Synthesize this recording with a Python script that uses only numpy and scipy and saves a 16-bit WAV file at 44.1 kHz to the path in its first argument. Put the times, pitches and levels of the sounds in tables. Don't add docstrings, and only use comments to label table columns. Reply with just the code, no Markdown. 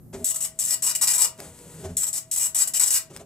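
import sys
import numpy as np
from scipy import signal
from scipy.fft import rfft, irfft, next_fast_len
from scipy.io import wavfile
from scipy.ndimage import uniform_filter1d, minimum_filter1d, map_coordinates

SR = 44100
rng = np.random.default_rng(int(sys.argv[2]) if len(sys.argv) > 2 else 0)


def pcm_store(signal):
    levels = np.round(np.clip(np.atleast_2d(signal), -1, 1) * 32767)
    wavfile.write(sys.argv[1], SR, levels.astype(np.int16).T)


def boost(x):
    u = np.asarray(x, float) / 20
    return 10 ** u


N = 143325

# start_s, length_s, unison (how much the needles fire together)
INKED_GROUPS = [(0.243, 0.026, 0.38), (.263, 0.045, 0.61), (0.306, 0.011, .6), (0.342, 0.015, 0.7),
                (0.358, 0.013, 0.26), (0.368, 0.038, 0.37), (0.404, 0.03, 0.24), (0.436, 0.025, 0.93),
                (0.588, 0.022, 0.74), (0.612, 0.015, 0.41), (0.636, 0.025, 0.18), (0.67, 0.032, 0.46),
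                (0.704, 0.04, 1.7), (0.821, 0.079, 0.35), (0.864, 0.05, 1.8), (0.949, 0.012, 2.6),
                (1.011, 0.034, 0.12), (1.071, 0.05, 0.29), (1.134, 0.03, 0.28), (1.179, 0.058, 1),
                (1.218, 0.038, 3.7)]
# needle_db, case_share_db
GROUP_LEVELS = [
    [(-25.5, -59), (-27, -2), (-26, 2), (-31, 2), (-29, 4.5), (-40.5, 5.5), (-26.5, 1), (-28, 4),
     (-23, -11), (-29, 9.5), (-25.5, -1.5), (-28, 3.5), (-24, 3.5), (-24.5, 2), (-22.5, 4.5), (-22, 7.5),
     (-18.5, 7), (-21, 6), (-21.5, 9.5), (-21.5, 5.5), (-20.5, 7)],
    [(-22.5, -27), (-28.5, -1.5), (-25, 2.5), (-27.5, 1), (-29, -4), (-80, -15), (-28.5, 2), (-27, 3),
     (-26.5, -2), (-27, -7), (-23, -1), (-23.5, 2.5), (-23.5, -1), (-24.5, 4.5), (-24, 3), (-24, 0.5),
     (-25.5, 9), (-21.5, 6), (-22.5, 8), (-21.5, 5.5), (-21.5, 6.5)],
]
EXTRA_LENGTH = {(1, 16): .009, (1, 4): .006, (1, 17): -.003}
# centre_hz, width_hz, level_db
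GUIDE_MODES = [(7758, 133, 0)]
# centre_hz, width_hz, level_db
HEAD_MODES = [(8190, 1580, 6.5), (6630, 730, -4), (9000, 760, -4.5), (5450, 620, -5), (10160, 2550, 0),
              (13300, 660, -6.5), (13200, 3600, -2)]
# centre_hz, width_hz, level_db
CASE_MODES = [(948, 790, -0.5), (1430, 520, 2), (2012, 260, -1.5), (2390, 59, 5.5), (2902, 131, 5.5),
              (3840, 1800, -5), (5380, 670, 9.5)]
# start_s, end_s, motor_hz, whine_db, slide_db
MOVES = [
    (.14, 1.53, 642.7, -52.5, -49),
    (1.38, 1.87, 481.5, -54.5, -40),
    (1.84, 3.1, 646.6, -54, -51),
    (3.096, 3.2, 383, -54, -44),
]
HARMONICS_DB = [
    [0, -50, -29.5, -70],
    [0, -9.5, -15, -15.5],
]
GROWL_DB = [-10, -10.5]
SWAY_DB = [1.2, 2.5]
# frequency_hz, density_db_per_hz
SLIDE_SPECTRUM = [(410, 0.5), (700, -9), (943, -7.5), (1020, -10.5), (1470, -12), (5640, -15), (7900, -3),
                  (14500, -16.5), (15500, -16)]
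# start_s, end_s, pitch_hz, level_db
TURN_TONES = [(0.133, 0.187, 387, -40.5), (0.137, .25, 85.6, -50), (1.375, 1.428, 382, -59),
              (1.383, 1.52, 83, -62), (1.827, 1.89, 386.7, -34), (1.84, 1.955, 88, -33.5),
              (1.738, 1.82, 160.3, -41), (1.88, 1.98, 250, -46.5), (0.187, 0.262, 240, -51),
              (1.855, 1.96, 160, -49), (3.096, 3.248, 394.5, -56)]
# start_s, thump_db, scrape_db, length_s, tilt_db_per_octave
JOLTS = [(0.125, -37.5, -52, 0.039, -3), (0.189, -42, -77, 0.025, -6), (1.378, -41, -47.5, 0.04, 0.5),
         (1.408, -43.5, -54, 0.071, -11), (1.636, -44, -74, 0.043, -7), (1.739, -36, -60.5, 0.21, -6),
         (1.835, -38.5, -49, 0.036, -1), (1.887, -33, -60.5, 0.034, -9.5), (3.093, -47, -53, 0.033, -0.5),
         (3.125, -39.5, -52, 0.06, -9.5), (3.189, -45.5, -51.5, 0.033, -0.5)]
# pitch_hz, level_db, t60_s
FRAME_MODES = [(87.7, -9, 0.26), (174.5, 3, 0.11), (244, -1, 0.12), (372, 2.5, 0.091), (411, 3, 0.11),
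               (567, 5.5, 0.074), (623, 1, 0.082), (811, -10.5, 0.34), (1270, -11, 0.043)]
# frequency_hz, density_db_per_hz
SCRAPE_SPECTRUM = [(290, -66), (500, -6.5), (638, -5.5), (1040, -10), (4640, -18), (7340, -10),
                   (13800, -23), (15500, -41)]
# start_s, peak_db, tilt_db_per_octave
CLICKS = [
    (.138, -39, -8),
    (1.378, -21, -4),
    (1.4028, -10, 0.5),
    (1.59, -24, 0),
    (3.164, -16, 5),
    (3.172, -19, 4),
]
# pitch_hz, level_db, t60_s
PAWL_MODES = [(2240, -16, 0.01), (5180, -7, 0.005), (8420, -2, 0.006), (10300, -8, 0.004)]
# frequency_hz, t60_s
OFFICE_T60 = [(300, 0.36), (1500, 0.29), (4000, 0.2), (12000, 0.14)]
# frequency_hz, correlation
ROOM_ALIKE = [(100, .96), (500, .7), (1200, .6), (2500, .2), (6000, .25), (14000, .1)]
# frequency_hz, difference_db
LEFT_DB = [(300, 0), (1300, .5), (2400, 1), (4400, 4.5), (7700, 5.5), (10000, 2), (15000, .5)]
# frequency_hz, lead_rad
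LEFT_LEAD = [(300, 0), (2500, 0.87), (5000, 1.3), (7750, 0.75), (9500, 1.42), (13800, 2), (15600, 2.5)]
# pitch_hz, level_db
HUM = [(122, -49.5), (157, -50.5), (240, -58), (262, -75), (360, -61)]
# frequency_hz, density_db_per_hz
AIR_SPECTRUM = [(15, -47), (25, -5.5), (77, -7.5), (243, -14.5), (383, -23.5), (438, -26.5), (3260, -57),
                (13800, -39.5), (15000, -51)]
# frequency_hz, correlation
AIR_ALIKE = [(30, 0.67), (80, 0.82), (380, 0.63), (2400, 0.13), (15000, 0.12)]
# frequency_hz, level_db
MIC_TOP = [(10000, -0.5), (13000, 0.5), (14500, -0.5), (15700, -4.5)]

LINE_S = 1.7242
COLUMN_HZ, PINS = 1925.93, 24
STROKE_HZ, INKED, IN_STEP_HZ = 147.8, 0.19, 44.67
FLIGHT_S, SIZE_DB = 14e-6, 4.5
STEM, STEM_S = 1.9, 0.0017
RELEASE_S = 0.0031
PRINT_DB, CASE_DB, GUIDE_DB = 8, -20, -4
RATTLE_S = 0.0067
GUIDE_RATTLE_DB, HEAD_RATTLE_DB, CASE_RATTLE_DB = 2, 16, 2
CLUSTER_DB, CLUSTER_HZ = 2.5, 60
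SHIFT_DB, SHIFT_HZ = 3, 22
GROWL_HZ, START_SPEED = 152.2, 0.37
WIND_UP_S, EDGE_S, SLIDE_EDGE_S = .04, 0.0101, .045
SLIDE_SWAY_DB = 1.2
CRACK_SHARE, CRACK_S = 1.1, .008
ROOM_DB, THUMP_WET_DB = -3, -8
AIR_DB = -46
LOW_HZ, TOP_HZ, TOP_EDGE_HZ = 50.5, 15900, 350
KNEE_DB, SQUEEZE, MOST_DB = -31, .9, 8.5
SENSE_S, HOLD_S, RECOVER_DB_PER_S = .006, .3, 14


def unit(x):
    return x / np.sqrt(np.mean(x ** 2) + 1e-20)


def along(points, hz):
    f, value = np.transpose(points)
    return np.interp(np.log(hz + 1), np.log(f + 1), value)


def wobble(rate, s, count):
    knots = rng.standard_normal((count, 2000))
    return np.array([map_coordinates(k, [s * rate], mode="wrap") for k in knots])


def filtered(x, response):
    m = next_fast_len(N + SR // 2)
    return irfft(rfft(x, m) * response(np.fft.rfftfreq(m, 1 / SR)), m)[..., :N]


def resonances(modes):
    def response(f):
        total = 0
        for k, (centre, width, db) in enumerate(modes):
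            damping = 1j * f * width
            total = total + (-1) ** k * boost(db) * damping / (centre * centre - f * f + damping)
        return total
    return response


def hiss(spectrum):
    return unit(filtered(rng.standard_normal(N), lambda hz: boost(along(spectrum, hz))))


def pulses(s, size):
    at = np.floor(s * SR).astype(int)[:, None] + np.arange(-8, 8)
    u = at - s[:, None] * SR
    shape = size[:, None] * np.sinc(u) * (1 + np.cos(np.pi * u / 8)) / 2
    return np.bincount(at.ravel(), shape.ravel(), N + SR)[:N]


def ring(modes, t):
    return sum(boost(db + rng.normal(0, 4.3) - 60 * t / t60) * np.sin(2 * np.pi * hz * t)
               for hz, db, t60 in modes)


def printed_text(s):
    force, share, stem, unison = np.zeros((4, len(s)))
    for line, levels in enumerate(GROUP_LEVELS):
        for group, (place, (db, case_db)) in enumerate(zip(INKED_GROUPS, levels)):
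            start, length, together = place
            since = s - start - line * LINE_S
            length = length + EXTRA_LENGTH.get((line, group), 0)
            late = np.clip(since - length, 0, None) / RELEASE_S
            on = (since > 0) & (late < 4)
            force[on] = boost(db + PRINT_DB) * np.exp(-late[on])
            share[on] = boost(case_db + CASE_DB)
            stem[on] = STEM * np.exp(-since[on] / STEM_S)
            unison[on] = together
    return force, share, stem, unison


def needles():
    column = np.arange(int(N / SR * COLUMN_HZ))
    s = column / COLUMN_HZ
    force, share, stem, unison = printed_text(s)
    common_choice = unison * wobble(IN_STEP_HZ, s, count=1)
    odd = common_choice + .5 * wobble(IN_STEP_HZ, s, count=PINS) > 0
    stroke = wobble(STROKE_HZ, s, count=PINS) + stem > -INKED
    fires = stroke & ((column % 2 == 1) == odd)
    size = (fires * boost(SIZE_DB * rng.standard_normal(fires.shape))).ravel()
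    when = (s + FLIGHT_S * rng.standard_normal(fires.shape)).ravel() + 1 / COLUMN_HZ

    rattle_decay = boost(-60 * np.arange(SR // 50) / SR / RATTLE_S)

    def shake(blows):
        return signal.fftconvolve(np.abs(blows), rattle_decay)[:N]

    steady = pulses(when, size)
    steady_shake = shake(steady)
    case_drive = force * share * boost(CLUSTER_DB * wobble(CLUSTER_HZ, s, count=1)[0])
    bodies = [(GUIDE_MODES, force * boost(GUIDE_DB), GUIDE_RATTLE_DB, .4),
              (HEAD_MODES, force, HEAD_RATTLE_DB, .4),
              (CASE_MODES, case_drive, CASE_RATTLE_DB, 1)]
    out = 0
    for body, drive, rattle_db, shift_share in bodies:
        rattle = boost(rattle_db) * np.std(steady) / np.std(steady_shake)
        noise = rattle * rng.standard_normal(N) / 2
        blows = pulses(when, size * np.tile(drive, PINS))
        excitation = blows + noise * shake(blows)
        modes = filtered(excitation, lambda f: np.array(
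            [(-1) ** k * resonances([mode])(f) for k, mode in enumerate(body)]))
        coarse_s = np.arange(0, N + 64, 64) / SR
        shift = boost(SHIFT_DB * shift_share * wobble(SHIFT_HZ, coarse_s, count=len(body)))
        shift = uniform_filter1d(np.repeat(shift, 64, axis=1), size=64, axis=1)[:, :N]
        reference = filtered(steady + noise * steady_shake, resonances(body))
        out = out + (shift * modes).sum(0) / np.std(reference)
    return out


def carriage():
    t, out, slide = np.arange(N) / SR, 0, hiss(SLIDE_SPECTRUM)

    def edges(start, end, edge_s):
        return np.clip(np.minimum(t - start, end - t) / edge_s, 0, 1)

    for move, (start, end, hz, whine_db, slide_db) in enumerate(MOVES):
        way = move % 2
        gate = edges(start + WIND_UP_S, end, EDGE_S)
        glide = edges(start, end, SLIDE_EDGE_S)
        sway = wobble(24.15, t, count=2)
        speed = START_SPEED + (1 - START_SPEED) * gate
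        phase = 2 * np.pi * hz * np.cumsum(speed) / SR
        whine = boost(GROWL_DB[way] + sway[1]) * np.sin(2 * np.pi * GROWL_HZ * t + sway[0])
        for k, db in enumerate(HARMONICS_DB[way]):
            whine = whine + boost(db) * np.sin((k + 1) * phase + 0.28 * sway[1])
        out = out + gate * boost(whine_db + 6.5 + SWAY_DB[way] * sway[0]) * whine
        out = out + glide * boost(slide_db + SLIDE_SWAY_DB * sway[1]) * slide
    for start, end, hz, db in TURN_TONES:
        sway = wobble(31.53, t, count=2)
        tone = np.sin(2 * np.pi * hz * t + 0.16 * sway[1])
        out = out + edges(start, end, 0.017) * boost(db + 7.5 + SWAY_DB[0] * sway[0]) * tone
    return out


def tilted(modes, tilt_db, pivot_hz):
    return [(hz, db + tilt_db * np.log2(hz / pivot_hz), t60) for hz, db, t60 in modes]


def jolts():
    out, t = np.zeros(N + SR), np.arange(SR // 2) / SR
    scrape = np.tile(hiss(SCRAPE_SPECTRUM), 2)
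    for s, thump_db, scrape_db, length, tilt_db in JOLTS:
        first = round(s * SR)
        swell = (t / length * 2 * np.exp(1 - t / length * 2)) ** 2 / 2
        push = rng.standard_normal(len(t)) * swell
        frame = ring(tilted(FRAME_MODES, tilt_db, 200), t)
        thump = signal.fftconvolve(push / np.linalg.norm(push), frame)[:len(t)]
        out[first:][:len(t)] += boost(thump_db + 4.5) * thump
        out[first:][:len(t)] += boost(scrape_db + 16.5) * swell * scrape[first:][:len(t)]
    for s, db, tilt_db in CLICKS:
        pawl = ring(tilted(PAWL_MODES, tilt_db, 2200), t)
        crack = boost(tilt_db) * boost(-60 * t / CRACK_S) * rng.standard_normal(len(t))
        out[round(s * SR):][:len(t)] += boost(db - 9.0) * (pawl + CRACK_SHARE * crack)
    return out[:N]


def mid_side_angle(alike, hz):
    return np.arccos(np.clip(along(alike, hz), -1, 1)) / 2


def room(x):
    out, step = np.zeros((2, N + SR)), SR // 10
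    for i in range(0, N, step):
        hz, t, z = signal.stft(rng.standard_normal((2, SR // 3)), SR, nperseg=128)
        angle = mid_side_angle(ROOM_ALIKE, hz)[:, None]
        z = np.cos(angle) * z[0] + np.sin(angle) * z[1] * [[[1]], [[-1]]]
        decay = boost(-60 * t / along(OFFICE_T60, hz)[:, None])
        tail = signal.istft(z * decay, SR, nperseg=128)[1]
        wet = signal.fftconvolve(x[None, i:i + step], tail / np.linalg.norm(tail[0]), axes=1)
        out[:, i + 60:i + 60 + wet.shape[1]] += wet
    return out[:, :N]


def office_air():
    t = np.arange(N) / SR

    def spread(hz):
        angle = mid_side_angle(AIR_ALIKE, hz)
        return boost(along(AIR_SPECTRUM, hz)) * [np.cos(angle), np.sin(angle)]

    mid, side = filtered(rng.standard_normal((2, N)), spread)
    sways = wobble(12, t, count=len(HUM))
    hum = sum(boost(db + sway) * np.sin(2 * np.pi * hz * t + 2.08 * sway)
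              for (hz, db), sway in zip(HUM, sways))
    return boost(AIR_DB) * unit(np.array([mid + side, mid - side])) + hum


def scene():
    head, knocks = needles(), jolts()
    side = np.array([[.5], [-.5]])
    reverb = room(head + boost(THUMP_WET_DB) * knocks)
    heard = head + knocks + carriage() + boost(ROOM_DB) * reverb
    placed = filtered(heard, lambda hz: boost(side * along(LEFT_DB, hz))
                      * np.exp(1j * side * along(LEFT_LEAD, hz)))
    return placed + office_air()


def top_cut(x):
    return signal.sosfilt(signal.butter(12, 16800, fs=SR, output="sos"), x)


def record(dry):
    t, width = np.arange(N) / SR, int(SENSE_S * SR)

    def behind(v):
        return signal.fftconvolve(v, np.ones(width) / width)[:N]

    level_db = 10 * np.log10(np.abs(behind(np.mean(dry ** 2, 0))) + 1e-12)
    wanted_db = np.clip(SQUEEZE * (level_db - KNEE_DB), 0, MOST_DB)
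    hold = int(HOLD_S * SR) // 2
    held_db = -minimum_filter1d(-wanted_db, 2 * hold + 1, origin=hold, mode="nearest")
    recovery_db = RECOVER_DB_PER_S * t
    duck_db = np.maximum.accumulate(held_db + recovery_db) - recovery_db

    def microphone(hz):
        low_cut = (1j * hz / (LOW_HZ + 1j * hz)) ** 2
        top_edge = np.clip((TOP_HZ - hz) / TOP_EDGE_HZ, 0, 1) ** 2
        return top_edge * low_cut * boost(along(MIC_TOP, hz))

    mix = filtered(dry * boost(-behind(duck_db)), microphone)
    return top_cut(mix)


dry = scene()
out = record(dry)
pcm_store(out)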